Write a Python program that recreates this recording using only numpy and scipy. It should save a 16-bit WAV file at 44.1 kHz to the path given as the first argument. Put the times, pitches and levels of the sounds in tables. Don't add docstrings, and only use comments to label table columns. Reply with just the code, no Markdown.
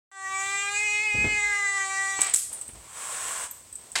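import sys
import numpy as np
from scipy import signal
from scipy.fft import rfft, irfft, next_fast_len
from scipy.io import wavfile
from scipy.ndimage import map_coordinates

SR = 44100
rng = np.random.default_rng(int(sys.argv[2]) if len(sys.argv) > 2 else 0)


def generate_wav(sig):
    pcm = np.round(np.clip(np.atleast_2d(sig).T, -1, 1) * 32767).astype(np.int16)
    wavfile.write(sys.argv[1], SR, pcm)


N = 176400
YOWL_START_S, YOWL_END_S = 0.1142, 2.275
# frequency_hz, level_db
CLICK_SPECTRUM = [(500, -16.5), (4000, -13.5), (6500, -4), (8200, 6), (10000, -10.5), (12000, -13),
                  (16000, -21)]


def amp(db):
    return 10 ** (np.asarray(db) / 20)


def unit(x):
    return x / np.sqrt(np.mean(x ** 2) + 1e-20)


def along(points, hz):
    f, v = np.transpose(points)
    return np.interp(np.log(hz + 1), np.log(f + 1), v)


def clock():
    return np.arange(N) / SR


def curves(rows):
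    times, *columns = np.transpose(rows)
    return [np.interp(clock(), times, column) for column in columns]


def wobble(rate):
    return map_coordinates(rng.standard_normal(N // 8), [clock() * rate], mode="mirror")


def filtered(x, response):
    size = next_fast_len(N + SR // 2)
    return irfft(rfft(x, size) * response(np.fft.rfftfreq(size, 1 / SR)), size)[:N]


def noise(spectrum, tilt_db=0):
    white = rng.standard_normal(N)
    return unit(filtered(white, lambda f: amp(along(spectrum, f) + tilt_db * np.log2(f + 1))))


def resonance(f, centre_hz, width_hz):
    return 1j * f * width_hz / (centre_hz ** 2 - f ** 2 + 1j * f * width_hz)


def burst(start_s, attack_s, t60_s, hold_s=0):
    t = np.maximum(clock() - start_s, 0)
    return (1 - np.exp(-t / attack_s)) * 1000 ** (-np.maximum(t - hold_s, 0) / t60_s)


def room_tone():
    # frequency_hz, level_db
    spectrum = [(20, -26), (35, -8), (55, 3.5), (110, -2), (200, -7.5), (400, -8), (1000, -11), (2000, -13),
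                (5000, -14), (8200, -11.5), (11000, -19), (16000, -21)]
    fade_in = burst(0.2, attack_s=0.052, t60_s=1, hold_s=N / SR) + 0.073 * (clock() > YOWL_START_S)
    return amp(-56) * noise(spectrum) * fade_in


def room(x, reflections=8, reflections_db=-14.5, tail_db=-10):
    # frequency_hz, t60_s
    decay = [(100, 0.14), (1000, 0.52), (4000, 0.56), (8000, 0.77), (15000, 0.13)]
    hz, t, bands = signal.stft(rng.standard_normal(SR * 3 // 4), SR, nperseg=256)
    tail = signal.istft(bands * amp(-60 * t / along(decay, hz)[:, None]), SR, nperseg=256)[1]
    response = amp(tail_db) * tail / np.linalg.norm(tail)
    delays_s = rng.uniform(.002, .025, reflections)
    response[(delays_s * SR).astype(int)] += amp(reflections_db) / np.sqrt(reflections)
    return signal.fftconvolve(x, response)[:N]


def fur_rustle(grain_db=1.5):
    # start_s, level_db, rise_s, t60_s
    brushes = [(2.499, -48, 0.011, 0.9), (2.74, -52.5, 0.018, 0.89), (3.76, -50, 0.068, 1.0)]
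    # frequency_hz, level_db
    spectrum = [(60, -11), (200, -10), (500, -2), (950, -1), (1600, -9), (4000, -10.5), (16000, -23)]
    friction = unit(noise(spectrum) * amp(grain_db * wobble(120)))
    return friction * sum(amp(db) * burst(start, rise, t60) for start, db, rise, t60 in brushes)


def bumps(attack_s=0.0022):
    # start_s, level_db, t60_s, tilt_db_per_octave
    thuds = [(1.143, -28, 0.21, -2), (1.184, -34, 0.46, -0.5), (1.24, -25, 0.23, 1),
             (1.321, -28.5, 0.72, -9), (2.688, -40.5, 0.075, 2.5), (2.734, -41, 0.3, -6.5)]
    # frequency_hz, level_db
    spectrum = [(25, -20), (50, 0.5), (110, -7), (160, -7), (220, -3.5), (310, -15.5), (400, -10.5),
                (600, -20), (1200, -28), (3000, -30), (16000, -79)]
    return sum(amp(db) * noise(spectrum, tilt) * burst(start, attack_s, t60)
               for start, db, t60, tilt in thuds)


def collar_tag(contact_width_hz=270, click_db=-11.5, wander_rad=0.33):
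    # start_s, level_db, most_excited_hz, share_of_free_t60
    strikes = [(2.529, -27.5, 9130, 0.9), (2.612, -30, 8200, 0.3), (2.618, -36, 8400, 0.55),
               (2.66, -41, 7700, 0.29), (2.679, -36, 8800, 1), (3.51, -29, 12370, 0.37),
               (3.726, -37.5, 7940, 1), (3.754, -33, 8040, 0.7), (3.9175, -30.5, 7650, 0.28)]
    # frequency_hz, level_db, free_t60_s
    modes = [(8010, -8, 0.078), (8300, 0.5, 0.095), (9050, -8.5, 0.35), (9860, -6, 0.16),
             (11400, 0.5, 0.15), (12060, -1, .16), (12350, -2, 0.11), (13900, -15, 0.13)]
    out, click = np.zeros(N), noise(CLICK_SPECTRUM)
    t = clock()[:SR // 2]
    attack = 1 - np.exp(-t / 0.00049)
    for start, db, contact_hz, t60_share in strikes:
        for hz, mode_db, free_t60 in modes:
            excitation = 1 / np.hypot(1, (hz - contact_hz) / contact_width_hz)
            wander = wander_rad * np.interp(t, np.linspace(0, .5, 100), rng.standard_normal(100))
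            tone = np.sin(2 * np.pi * (hz * t + rng.random()) + wander)
            envelope = attack * amp(-60 * t / (t60_share * free_t60))
            span = out[int(start * SR):][:len(t)]
            span += (amp(db + mode_db) * excitation * tone * envelope)[:len(span)]
        out += amp(db + click_db) * click * burst(start, attack_s=0.00092, t60_s=0.056)
    return out


def hiss():
    # time_s, level_db
    swell = [(2.8, -61), (2.9, -52), (2.98, -41.5), (3.12, -37.5), (3.3, -36), (3.44, -37), (3.47, -45),
             (3.5, -82), (3.54, -119)]
    # frequency_hz, level_db
    spectrum = [(100, -20), (330, -21), (480, -10.5), (700, -8), (920, -5), (1100, 3), (1230, -6.5),
                (1400, -4.5), (1650, -5), (2000, -10), (2400, -9), (3200, -11), (4700, -16), (6500, -11.5),
                (8200, -7), (10000, -13.5), (12000, -22), (16000, -25.5)]
    level_db, = curves(swell)
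    flutter_db = 0.25 * wobble(28) + 0.74 * wobble(400)
    return amp(level_db + flutter_db) * noise(spectrum) * (clock() > swell[0][0])


def spits(grain_db=2):
    # start_s, level_db, hold_s, fall_db_per_s, tilt_db_per_octave
    blasts = [(2.188, -28.5, .005, 897, -5), (2.211, -37.5, 0.081, 237, -0.5),
              (2.335, -33, 0.041, 162, 15.5), (3.9543, -22, 0.0058, 900, 1), (3.965, -30, 0.019, 200, 0.5)]
    # frequency_hz, level_db
    spectrum = [(100, -29), (400, -7.5), (950, 0), (1300, -0.5), (2400, 3), (3800, -1.5), (5500, -5),
                (8000, -11), (11000, -16.5), (16000, -45.5)]
    # start_s, level_db
    clicks = [(2.207, -22), (2.2116, -34), (2.2162, -13), (2.232, -28), (2.244, -27.5), (2.268, -26.5),
              (2.297, -27), (2.3375, -18), (2.3394, -14.5), (2.3446, -17.5), (2.361, -19.5), (3.986, -31)]
    air = np.zeros(N)
    for start, db, hold, fall, tilt in blasts:
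        blast = unit(noise(spectrum, tilt) * amp(grain_db * wobble(500)))
        air += amp(db) * blast * burst(start, attack_s=0.00075, t60_s=60 / fall, hold_s=hold)
    crackle = sum(amp(db) * burst(start, attack_s=0.00036, t60_s=0.017) for start, db in clicks)
    return air + noise(CLICK_SPECTRUM) * crackle


def yowl(voice_db=-52.5, lower_db=17, upper_db=26.5, third_db=7.5):
    # time_s, pitch_hz
    melody = [(.115, 388.7), (.25, 384.9), (.37, 386), (.48, 392.5), (.56, 397.8), (.66, 402.4),
              (.75, 408.2), (.83, 421.6), (.9, 414.3), (1.0, 420.8), (1.04, 428), (1.12, 415.7),
              (1.29, 423.8), (1.42, 413), (1.5, 411), (1.77, 392.7), (1.89, 386.4), (2.03, 389.2),
              (2.3, 389.5)]
    # time_s, lower_hz, upper_hz, third_hz, effort_db
    mouth_shapes = [(0.115, 1090, 1760, 3540, -23.5), (0.17, 1100, 1713.0, 3960, -12.5),
                    (0.26, 1110, 1910, 3760, -6.5), (0.35, 1140, 2166.0, 3610.0, -1.5),
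                    (0.44, 1360, 2090, 3460, 1.0), (0.56, 1370, 2217, 3600, 2.5),
                    (0.72, 1480, 2296, 3930, 2.5), (0.8, 2050, 2360, 4430, 1.5),
                    (0.98, 2122, 2407, 4130, 2.0), (1.15, 2010, 2442, 4536.0, 1),
                    (1.33, 1950, 2340, 4350, 3), (1.47, 1673, 2028, 3780, 1.5),
                    (1.62, 1345, 1980, 4200, -0.5), (1.81, 1270, 1880, 3870, 0),
                    (1.89, 1290, 2123, 4160, -1.0), (2.02, 1300, 1914, 3830, -1.0),
                    (2.19, 1300, 2095, 4020, -4.5)]
    # frequency_hz, level_db
    larynx = [(390.0, 1.5), (800.0, 9.5), (1200.0, 2.5), (1600.0, -1), (2200.0, 1.5), (3000.0, 0),
              (3800.0, -6), (4800.0, -7), (6200.0, 2), (7000.0, 4), (7700.0, 6.5), (8600.0, -5),
              (10000.0, -11), (11000.0, -36)]
    # time_s, gain_db
    treble = [(0.12, -0.5), (0.35, 0), (0.55, -2), (0.8, 0), (1.05, -5.5), (1.25, -7.0), (1.45, -3),
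              (1.7, 1.5), (2.0, 2), (2.19, 5)]
    # centre_s, depth_db, half_length_s
    dips = [(0.3, 10, .015), (0.381, 4, 0.0086), (0.645, 4.5, 0.017), (.73, 8.5, 0.029),
            (1.037, 5.5, 0.017), (1.874, 18, 0.018), (1.928, 8, 0.0096)]
    # time_s, level_db
    breath = [(.115, -67), (.3, -63), (.42, -46), (.52, -46), (.6, -54), (.8, -47), (1.1, -56),
              (1.4, -53.5), (1.53, -46), (1.7, -57), (2.121, -47), (2.3, -45)]
    # frequency_hz, level_db
    breath_spectrum = [(200, -42), (800, -7), (2200, -2), (3500, 2.5), (5000, -2), (8000, 5), (9500, -5),
                       (11000, -13.5), (16000, -18)]
    (pitch_hz,), (treble_db,), (breath_db,) = map(curves, (melody, treble, breath))
    lower_hz, upper_hz, third_hz, effort_db = curves(mouth_shapes)
    pitch_hz *= 1 + 0.00242 * wobble(45) + 0.002 * wobble(350)
    phase = 2 * np.pi * np.cumsum(pitch_hz) / SR
    dip_db = sum(abs(db) * np.exp(-((clock() - centre) / half) ** 2) for centre, db, half in dips)
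    voice = np.zeros(N)
    for harmonic in range(1, 33):
        hz = harmonic * pitch_hz
        lower = resonance(hz, lower_hz, width_hz=550)
        upper = resonance(hz, upper_hz, width_hz=372)
        third = resonance(hz, third_hz, width_hz=1010)
        peaks = (lower_db, lower), (upper_db - dip_db, upper), (third_db, third)
        mouth = 1 + sum(amp(db) * abs(peak) ** 3 for db, peak in peaks)
        flutter_db = 2 * np.minimum(hz / 2000, 1.5) * wobble(22)
        shelf_db = treble_db * np.clip(hz / 5030 - .5, 0, 1)
        source = amp(along(larynx, hz) + shelf_db + flutter_db)
        voice += mouth * source * np.cos(harmonic * phase + np.angle(lower * upper))
    puffs = unit(noise(breath_spectrum) * (1 + .5 * np.cos(phase)))
    envelope = burst(YOWL_START_S, attack_s=0.00084, t60_s=0.033, hold_s=YOWL_END_S - YOWL_START_S)
    return envelope * (amp(voice_db + effort_db) * voice + amp(breath_db) * puffs)


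def scene():
    voice = yowl()
    noises = spits() + hiss() + collar_tag() + bumps() + fur_rustle()
    background = room_tone()
    reverb = room(amp(-2.5) * voice + noises)
    return (voice + noises + reverb + background)[None]


def record(dry, low_cut_hz=40, top_hz=16100):
    def microphone(f):
        bass_cut = 1 - 1 / (1 + (f / low_cut_hz) ** 8)
        ring = 1 + amp(5.5) * resonance(f, centre_hz=8090, width_hz=1070)
        return bass_cut * ring * (f < top_hz)
    return filtered(dry[0], microphone)[None]


dry = scene()
out = record(dry)
generate_wav(out)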